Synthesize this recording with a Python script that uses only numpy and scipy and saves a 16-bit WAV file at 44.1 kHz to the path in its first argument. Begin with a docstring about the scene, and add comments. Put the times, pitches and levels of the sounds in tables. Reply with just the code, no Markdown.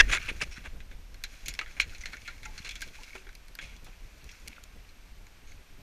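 """A climber's tool strikes at once with a short steel ring and after-ring, among dense crunches from spiked boots.
Wind rumbles on the camera case, gusty at first and then steadier, with a few single low pressure pulses.
Icicles crack with sharp snaps, loose pieces sound dying tones, and gritty rustle trickles to the end.
Ice is made of filtered snaps, noise and dying tones; the case colours its grit, shards and cracks
and the faint outside air. Hiss and a thin electronic whine lie under it all."""
import sys
import numpy as np
from scipy import signal
from scipy.fft import rfft, irfft
from scipy.io import wavfile
from scipy.ndimage import uniform_filter1d

SR = 44100
rng = np.random.default_rng(int(sys.argv[2]) if len(sys.argv) > 2 else 0)


def to_wav(s):
    """Save 16-bit WAV."""
    ch = np.atleast_2d(s).T  # columns
    pcm = np.round(np.clip(ch, -1, 1) * 32767)  # PCM
    wavfile.write(sys.argv[1], SR, pcm.astype(np.int16))


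N = 256643

# Bands of the ice sounds, in the order body, dull, bright, top: (low edge [Hz], high edge [Hz])
BANDS = [(1900, 3500), (1000, 1900), (3500, 7500), (7500, 15900)]
THUD_HZ = (220, 1250)  # band in which the column of ice shakes


def amp(db):
    """Decibels to gain."""
    return 10 ** (np.asarray(db) / 20)


def evened(x):
    """Scales to rms 1."""
    return x / np.sqrt(np.mean(x ** 2) + 1e-20)


def add(mix, s, sound):
    """Mixes a sound in at time s."""
    part = mix[max(round(s * SR), 0):][:len(sound)]
    part += sound[:len(part)]


def band(x, lo_hz, hi_hz):
    """Causal band-pass."""
    return signal.sosfilt(signal.butter(3, [lo_hz, hi_hz], "bandpass", fs=SR, output="sos"), x)


def resonate(x, hz, width_hz):
    """A two-pole resonance of gain 1 at its centre."""
    return signal.lfilter(*signal.iirpeak(hz, hz / width_hz, fs=SR), x)


def noise(points):
    """Steady noise at rms 1, its spectrum drawn through points of (frequency [Hz], relative level [dB])."""
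    f, db = np.transpose(points)
    hz = np.fft.rfftfreq(N, 1 / SR)
    gain = amp(np.interp(np.log(hz + 1), np.log(f), db))
    return evened(irfft(rfft(rng.standard_normal(N)) * gain, N))


def housing(x):
    """The direct sound plus the damped modes of the case around the microphone."""
    # Modes of the hard case: (frequency [Hz], width [Hz], relative level [dB])
    case_modes = [(1448, 156, 0), (1575, 126, 3), (2250, 315, 9.5), (2670, 400, 7), (3380, 295.3, 1.5),
                  (4140, 550, 1), (5765, 1330, 0), (6780, 1100, -0.5), (9500, 1800, -5),
                  (12100, 4700, -10.5)]
    t = np.arange(1024) / SR
    ring = np.zeros(len(t))
    for k, (hz, width_hz, db) in enumerate(case_modes):
        decay = width_hz / SR * np.exp(-np.pi * width_hz * t)
        ring += (-1) ** k * amp(db) * decay * np.sin(2 * np.pi * hz * t)  # neighbours alternate in sign
    return signal.oaconvolve(x, 2 * np.pi * ring)[:len(x)] + amp(-24.0) * x


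def grit(per_s, spread_db, dust_db):
    """Snaps of uneven size over fine dust, through the housing; one signal per band, each at rms 1."""
    shape = len(BANDS), N
    size = amp(spread_db * np.minimum(rng.exponential(1, shape), 4)) * rng.choice([-1, 1], shape)
    snaps = evened(size * (rng.random(shape) < per_s / SR))
    dust = amp(dust_db) * rng.standard_normal(shape)
    snaps += 0.91 * snaps[0] + dust  # the first set of snaps reaches all bands
    return [evened(band(housing(x), *edges)) for x, edges in zip(snaps, BANDS)]


def shards(per_s, spread_db, count=18):
    """Small fragments, each a short dying tone at one of count pitches, through the housing; rms 1."""
    cycles = 45  # cycles until a fragment is 60 dB down
    t, out = np.arange(800) / SR, np.zeros(N)
    size = amp(spread_db * np.minimum(rng.exponential(1, N), 4))
    hits = size * (rng.random(N) < per_s / SR)
    kind = rng.integers(0, count, N)
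    for k, hz in enumerate(np.geomspace(1140, 7503, count)):
        tone = amp(-60 * t * hz / cycles) * np.sin(2 * np.pi * hz * t)
        out += signal.oaconvolve(hits * (kind == k), tone)[:N]
    return evened(housing(out))


def tool():
    """Splintering ice drives the modes of the steel; the bite then chokes them."""
    # Steel modes: (frequency [Hz], half the width of each of two filter passes [Hz], relative level [dB])
    steel_modes = [(1660, 33, -2.5), (1950, 180, -2), (2640, 37, -4.5), (3280, 70, -10.5),
                   (3600, 50, -12.5), (5220, 250, -13), (5800, 480, -14)]
    drive_s, level_db, choke_t60 = 0.011, -8.5, 0.0061  # seconds, dB rms while driven, seconds
    t = np.arange(3000) / SR
    drive = rng.standard_normal(2 * len(t))
    ring = np.zeros(len(t))
    for hz, width_hz, db in steel_modes:
        mode = resonate(resonate(drive, hz, 2 * width_hz), hz, 2 * width_hz)
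        ring += amp(db) * evened(mode[len(t):])  # the first half only builds the ring up
    ring /= ring[:round(drive_s * SR)].std()
    out = np.zeros(N)
    add(out, 0, amp(level_db - 60 * np.maximum(t - drive_s, 0) / choke_t60) * ring)
    return out


def crunches():
    """Dense fractures while a spike is forced through the ice; they stop quickly when it bites."""
    # Crunches of crushed ice: (start [s], length [s], place of the peak [0-1], body level at the peak [dB],
    # dull, bright and thud levels re body [dB], ring of the chips [Hz])
    crunch_list = [(0, .014, 0.59, -21.5, 2.5, -8.5, -6.5, 5930),
                   (0.078, 0.036, 0.63, -35, -3.5, -15, -20, 6600),
                   (0.1131, 0.061, 0.36, -26.5, -3.5, -9.5, -18, 7200),
                   (0.278, 0.03, 0.51, -32.5, -9, -21, -13.5, 3890),
                   (.397, 0.016, 0.65, -42.5, -6, -18, -12, 3950),
                   (0.412, 0.03, 0.32, -30, -9, -10, -12, 5160),
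                   (.509, 0.083, 0.21, -52.5, -7, -3.5, -18, 5500),
                   (0.56, 0.027, 0.45, -55.5, 8, -3, -13, 4030), (0.638, 0.038, 0.54, -47, 1, -8, -4, 3470),
                   (1.766, 0.045, 0.26, -50, -3, -12, -6.5, 3980),
                   (1.798, 0.012, 0.038, -24.5, -10, -9.5, -28, 4270),
                   (2.008, 0.023, .3, -49.5, -10, 0, -17, 6250),
                   (2.247, 0.038, 0.33, -51.5, -14, -12, -25, 3400),
                   (2.451, 0.014, 0.36, -45.5, -10, -2, -22, 6960),
                   (2.576, 0.028, 0.17, -47, -2.5, 0.5, -28, 4250),
                   (2.646, 0.071, 0.057, -43, -4.5, -3.5, -15.5, 4100),
                   (3.151, 0.019, .1, -45, 1, -7, 0, 3400), (3.61, 0.16, 0.066, -50, -23, -4, -13, 3360),
                   (3.862, 0.036, 0.21, -59.5, -3.5, -1, 3, 3500),
                   (4.49, 0.043, 0.93, -52.5, -21, -35, -20, 3500),
                   (5.472, 0.1, 0.16, -64.5, -8, -1, -17, 6500)]
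    build_db, ease_db = 21, 15  # slopes of the body before and after the peak, dB per crunch length
    brightening = 1.4  # bright and top swell this many times as far in dB as the body
    out = np.zeros(N)
    thud = evened(band(rng.standard_normal(N), *THUD_HZ))
    layers = grit(per_s=1200., spread_db=1.5, dust_db=-2.0) + [thud, shards(per_s=1100.0, spread_db=4.)]
    layers[3] = band(layers[3], BANDS[3][0], 10960) + amp(-6.) * layers[3]  # dust thins out at the very top
    lumps = amp(1.9 * evened(uniform_filter1d(rng.standard_normal(N), 90)))  # fractures come in uneven bursts
    for s, length, place, db, dull_db, bright_db, thud_db, chip_hz in crunch_list:
        a, place = max(round(s * SR), 0), np.clip(place, .01, .99)
        t = np.arange(round(length * SR) + 4000) / SR
        after = np.maximum(t - length, 0)
        tail = amp(-60 * after / 0.014) + amp(-29.5 - 60 * after / .2)  # quick stop, faint echo off the rock
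        swell_db = np.interp(t / length, [0, place, 1], [-build_db * place, 0, -ease_db * (1 - place)])
        fade_in = np.minimum(t / .002, 1)
        shape = amp(db + swell_db) * tail * fade_in * lumps[a:a + len(t)]
        parts = [layer[a:a + len(t)] for layer in layers]
        parts[2] = parts[2] + amp(10.0) * resonate(parts[2], chip_hz, 0.046 * chip_hz)
        top_db = -14.5 + 0.28 * bright_db
        # body, dull, bright, top, thud, shards
        levels = (0, dull_db, bright_db, top_db, thud_db, -4.)
        extra = (0, 0, brightening - 1, brightening - 1, 0, 0)
        crunch = sum(amp(r + e * swell_db) * part for part, r, e in zip(parts, levels, extra))
        add(out, s, shape * crunch)
    return out


def rustle():
    """Clothing, rope and trickling grit in short clumps that start sharply, low and high partly apart."""
    # Level of the low grit before clumping: (time [s], level [dB])
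    rustle_levels = [(0, -46), (.25, -40), (.4, -49.5), (.75, -59.5), (1.0, -76), (1.22, -61),
                     (1.32, -51.5), (1.5, -55), (1.9, -53), (2.7, -54), (3.18, -49.5), (3.3, -65.5),
                     (4.2, -57.5), (4.449, -54), (4.65, -61.5), (5.249, -65), (5.5, -63), (5.82, -63.5)]
    soft_db, loud_db, dulling = -54.5, -50.5, .75  # high grit drops away below soft and lags above loud
    t, (s, body_db) = np.arange(N) / SR, np.transpose(rustle_levels)
    bright_db = body_db + 1 - dulling * abs(body_db - np.clip(body_db, soft_db, loud_db))
    starts = (rng.random((2, N)) < 70. / SR) * 0.3 * rng.random((2, N))  # about 70 clumps a second
    clumps = 0.4 + signal.lfilter([1], [1, -np.exp(-1 / (0.0019 * SR))], starts)
    drift = uniform_filter1d(rng.standard_normal((2, N)), 1800)
    clumps *= amp(2.0 * evened(drift))  # the trickle thickens and thins
    body, dull, bright, top = grit(per_s=660.0, spread_db=1.5, dust_db=1.0)
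    fragments = shards(per_s=270.0, spread_db=5.0)
    low = amp(np.interp(t, s, body_db)) * (body + amp(-3.0) * dull + amp(-3.0) * fragments)
    high = amp(np.interp(t, s, bright_db)) * (bright + amp(-9.0) * top)
    return clumps[0] * low + (0.57 * clumps[0] + 0.22 * clumps[1]) * high


def wind():
    """Lumpy low pressure on the port with a flutter above it; an opening gust settles, then slowly sags."""
    # Spectrum of the rumble: (frequency [Hz], relative density [dB per Hz])
    rumble_spectrum = [(7.1, -29.5), (12, 5.5), (43, 2), (55, -4.5), (70, -7.5), (92, -12.5), (200, -41),
                       (260, -67), (440, -120)]
    t = np.arange(N) / SR
    gust = np.exp(-t / .45)
    sag_db = .5 * t
    flutter = noise([(60, -26.0), (120, 2.5), (250, -4.0), (600, -11.5), (1500, -35)])
    gusts = evened(uniform_filter1d(uniform_filter1d(rng.standard_normal(N), 2500), 2500))
    quick = evened(uniform_filter1d(rng.standard_normal(N), 1000))
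    lumps = amp(3.3 * gusts + 4.0 * quick)
    out = amp(-47. + 16.5 * gust - sag_db + 2.5 * gusts) * noise(rumble_spectrum)
    out += amp(-65 + 13 * gust - sag_db) * lumps * flutter
    return out


def air():
    """The quiet wash of the open slope, coloured by the housing."""
    wash = noise([(300, -11), (1500, 0.5), (6000, -2.5), (15000, -8.0)])
    return amp(-72) * evened(housing(wash))


def pressure_pulses():
    """Single low pressure pulses, perhaps lumps of wind: lopsided negative peaks with positive flanks."""
    # Low pressure pulses: (start [s], peak level [dB], half length [s])
    pulse_list = [(0.007, -17.5, 0.029), (0.314, -31, 0.0026), (0.426, -33, 0.0062), (0.478, -29, 0.019),
                  (0.579, -37.5, 0.0046), (0.671, -35, 0.017), (1.825, -34.5, 0.021), (2.6, -38, 0.0061),
                  (5.108, -37.5, 0.023)]
    skew, sharpness = .3, 8.  # the peak comes early by skew half lengths
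    out = np.zeros(N)
    for s, db, half_length in pulse_list:
        u = sharpness * (np.linspace(-1, 1, round(2 * half_length * SR)) + skew) ** 2
        add(out, s, -amp(db) * (1 - u) * np.exp(-u))
    return out


def dying_tones():
    """Dying tones, roughened by rattle: the after-ring of the tool, then loose pieces of ice."""
    # Dying tones: (start [s], level before rattle and onset [dB], pitch [Hz], t60 [s])
    tone_list = [(0.012, -29, 1840, 0.12), (0.01, -31, 2720, 0.078), (1.612, -29, 1280, 0.053),
                 (2.035, -26.5, 2070, 0.029), (2.282, -31, 1420, 0.039), (2.456, -48, 855, 0.27),
                 (2.455, -35.5, 1383, 0.042), (2.453, -37.5, 2090, 0.084), (2.822, -28.5, 1598, 0.041),
                 (2.985, -49.5, 874, 0.077), (3.016, -52, 990, 0.073), (3.152, -47, 378, 0.21),
                 (3.158, -50, 1180, 0.074), (3.265, -47.5, 390, 0.083), (3.87, -57, 752, 0.14),
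                 (4.581, -35, 1410, 0.016)]
    out, t = np.zeros(N), np.arange(12000) / SR
    for s, db, hz, t60 in tone_list:
        shake = min(hz / 1000.0, 1)  # low tones rattle less
        rattle = amp(3.47 * shake * evened(uniform_filter1d(rng.standard_normal(len(t)), 120)))
        wobble = 0.34 * shake * evened(uniform_filter1d(rng.standard_normal(len(t)), 200))  # radians
        onset = 1 - np.exp(-t / 0.0024)
        tone = np.sin(2 * np.pi * hz * t + wobble)
        add(out, s, amp(db - 60 * t / t60) * rattle * onset * tone)
    return out


def cracks():
    """A sharp snap, then splinters dying away at their own rate in each band; each chip has its own ring."""
    # Single cracks and chips: (time [s], body peak [dB], dull and top peaks re body [dB],
    # ring of the chip [Hz], t60 before the stretch of each band [s])
    crack_list = [(0.1166, -22, -10, -29, 3340, 0.052), (0.1267, -18, -3, -22, 3700, .035),
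                  (0.1338, -16, -2.5, -22, 6700, 0.023), (.149, -21, -5.5, -22, 3500, 0.035),
                  (.173, -26.5, 4.5, -26, 3930, 0.016), (0.8031, -40.5, -4.5, -28, 3870, 0.08),
                  (0.9126, -45, -0.5, -22, 3600, 0.12), (1.143, -44.5, -3.5, -7, 4270, 0.044),
                  (1.238, -26.5, -6, -5.5, 4040, 0.072), (1.459, -35, -27, -4, 6600, 0.1),
                  (1.4825, -25, -11, -2.5, 6850, 0.1), (1.5387, -34, -8.5, -5, 5450, 0.059),
                  (1.55, -37, -16, -8, 5190, 0.046), (1.59, -18.5, -4, -21, 3920, 0.044),
                  (1.612, -25.5, -4, -31, 2900, 0.082), (1.6606, -39, 0, -33, 3280, 0.2),
                  (1.8063, -22, -21, -12, 4050, 0.081), (1.814, -24, -8.5, -17, 4250, 0.077),
                  (1.8947, -40.5, -25, -13, 4400, 0.061), (1.948, -36.5, -22, -17, 4240, 0.081),
                  (1.982, -47, 0, -1, 6600, 0.06), (2.0345, -44, 0, -17, 5800, .085),
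                  (2.0567, -25.5, -5, -17, 4140, 0.085), (2.132, -34, 1.5, -18, 4200, 0.061),
                  (2.168, -38, -3, -18, 6300, .06), (2.218, -41, -15, -17, 4750, 0.046),
                  (2.2764, -30.5, -2.5, -19, 4050, 0.13), (2.431, -37.5, -2, -15, 3900, 0.19),
                  (2.6912, -29, -18, -9, 3360, 0.057), (2.709, -33, -30, -12, 3420, 0.079),
                  (2.717, -42, -23, -6, 5200, .05), (2.755, -30.5, -13, -14, 3380, 0.085),
                  (2.761, -46, -4, -6, 6470, 0.046), (2.8074, -39.5, -5, -3, 4900, 0.059),
                  (2.818, -31, -12, -0.5, 4760, 0.085), (2.877, -42.5, -15, -9, 4240, 0.05),
                  (2.885, -42.5, -19, -20, 3320, 0.052), (3.0336, -36, -33, -9, 5140, 0.088),
                  (3.268, -48.5, 6, -18, 3300, 0.062), (3.2898, -44, 2, -15, 3900, 0.064),
                  (3.329, -51, 2, -5, 3280, 0.026), (3.3516, -43.5, -18, 0, 4800, 0.04),
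                  (3.4826, -50.5, 1.5, 2.5, 4350, 0.047), (3.5525, -43, -1, 10.5, 4940, 0.024),
                  (3.5878, -27.5, -4, -28, 3260, 0.078), (3.764, -44.5, -20, -10.5, 3380, .065),
                  (3.845, -59, -7, 15.5, 3520, 0.12), (4.242, -52.5, -11.5, 6.5, 5840, 0.045),
                  (4.2906, -40.5, -12, -15, 3320, 0.074), (4.3136, -43, -15, -8, 5670, .08),
                  (4.4759, -32.5, -32, -8.5, 4800, 0.033), (4.4812, -41, -5, 13, 3360, 0.012),
                  (4.562, -44.5, -6, -26, 4500, 0.072), (4.6375, -44.5, -22, 2, 7000, 0.03),
                  (4.89, -49, -15, -10, 4200, 0.075), (5.2674, -46.5, -2, -9, 6900, 0.03),
                  (5.519, -51, 4.5, -3, 4500, 0.045)]
    snap_at = 20  # samples from the first splinter to the break
    out, t = np.zeros(N), np.arange(5200) / SR
    for s, db, dull_db, top_db, chip_hz, t60 in crack_list:
        bright_db = 4.5 + 0.52 * top_db
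        unevenness = amp(0.49 * rng.standard_normal(len(t) // 40).repeat(40))
        splinters = rng.standard_normal(len(t)) * unevenness
        splinters[snap_at] = 5.1  # the break itself
        splinters += amp(9.5) * resonate(splinters, chip_hz, 0.036 * chip_hz)
        # body, dull, bright, top, thud
        levels = (0, dull_db, bright_db, top_db, dull_db - 12.0)
        snaps = (2.4, 2.5, 1.1, 1.7, 0.26)  # extra gain at the onset
        stretches = (1.23, 1.35, 0.89, 0.55, 2.1)  # times t60
        for edges, r, snap, stretch in zip(BANDS + [THUD_HZ], levels, snaps, stretches):
            onset = (1 + snap * np.exp(-t / 0.001)) * (1 - np.exp(-t / 0.00031))
            decay = amp(-60 * t / max(t60 * stretch, .004))
            part = band(housing(splinters * onset * decay), *edges)
            add(out, s - .0005, amp(db + r) * part / abs(part).max())
    return out


def scene():
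    """All sources reach one microphone."""
    ice = crunches() + cracks() + rustle()
    return (tool() + ice + dying_tones() + air() + wind() + pressure_pulses())[None]


def record(dry):
    """Adds hiss and the thin whine of the electronics; then soft overload and the band limit."""
    # Tones of the electronics: (frequency [Hz], level [dB rms])
    whine_tones = [(5846, -82), (8780, -83.5), (11690, -86.5), (11719, -76.5), (14626, -83.5)]
    # Spectrum of the hiss: (frequency [Hz], relative density [dB per Hz])
    hiss_spectrum = [(90, -40), (150, -4), (300, -9.5), (860, -10), (2400, -11.5), (5700, -16.5),
                     (8000, -22), (11000, -28), (14500, -33), (15800, -35.5)]
    t = np.arange(N) / SR
    waver = np.cumsum(rng.standard_normal((len(whine_tones), N)), 1) * 0.0049  # drifting phase, radians
    whine = np.zeros(N)
    for (hz, db), phase in zip(whine_tones, waver):
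        whine += np.sqrt(2) * amp(db) * np.sin(2 * np.pi * hz * t + phase)
    wet = dry + whine + amp(-61.5) * noise(hiss_spectrum)
    wet = np.tanh(wet)  # the input stage rounds off the loudest blow
    low_pass = signal.firwin(511, 15400, window=("kaiser", 9), fs=SR)
    return signal.oaconvolve(wet, low_pass[None], "same")


dry = scene()
out = record(dry)
to_wav(out)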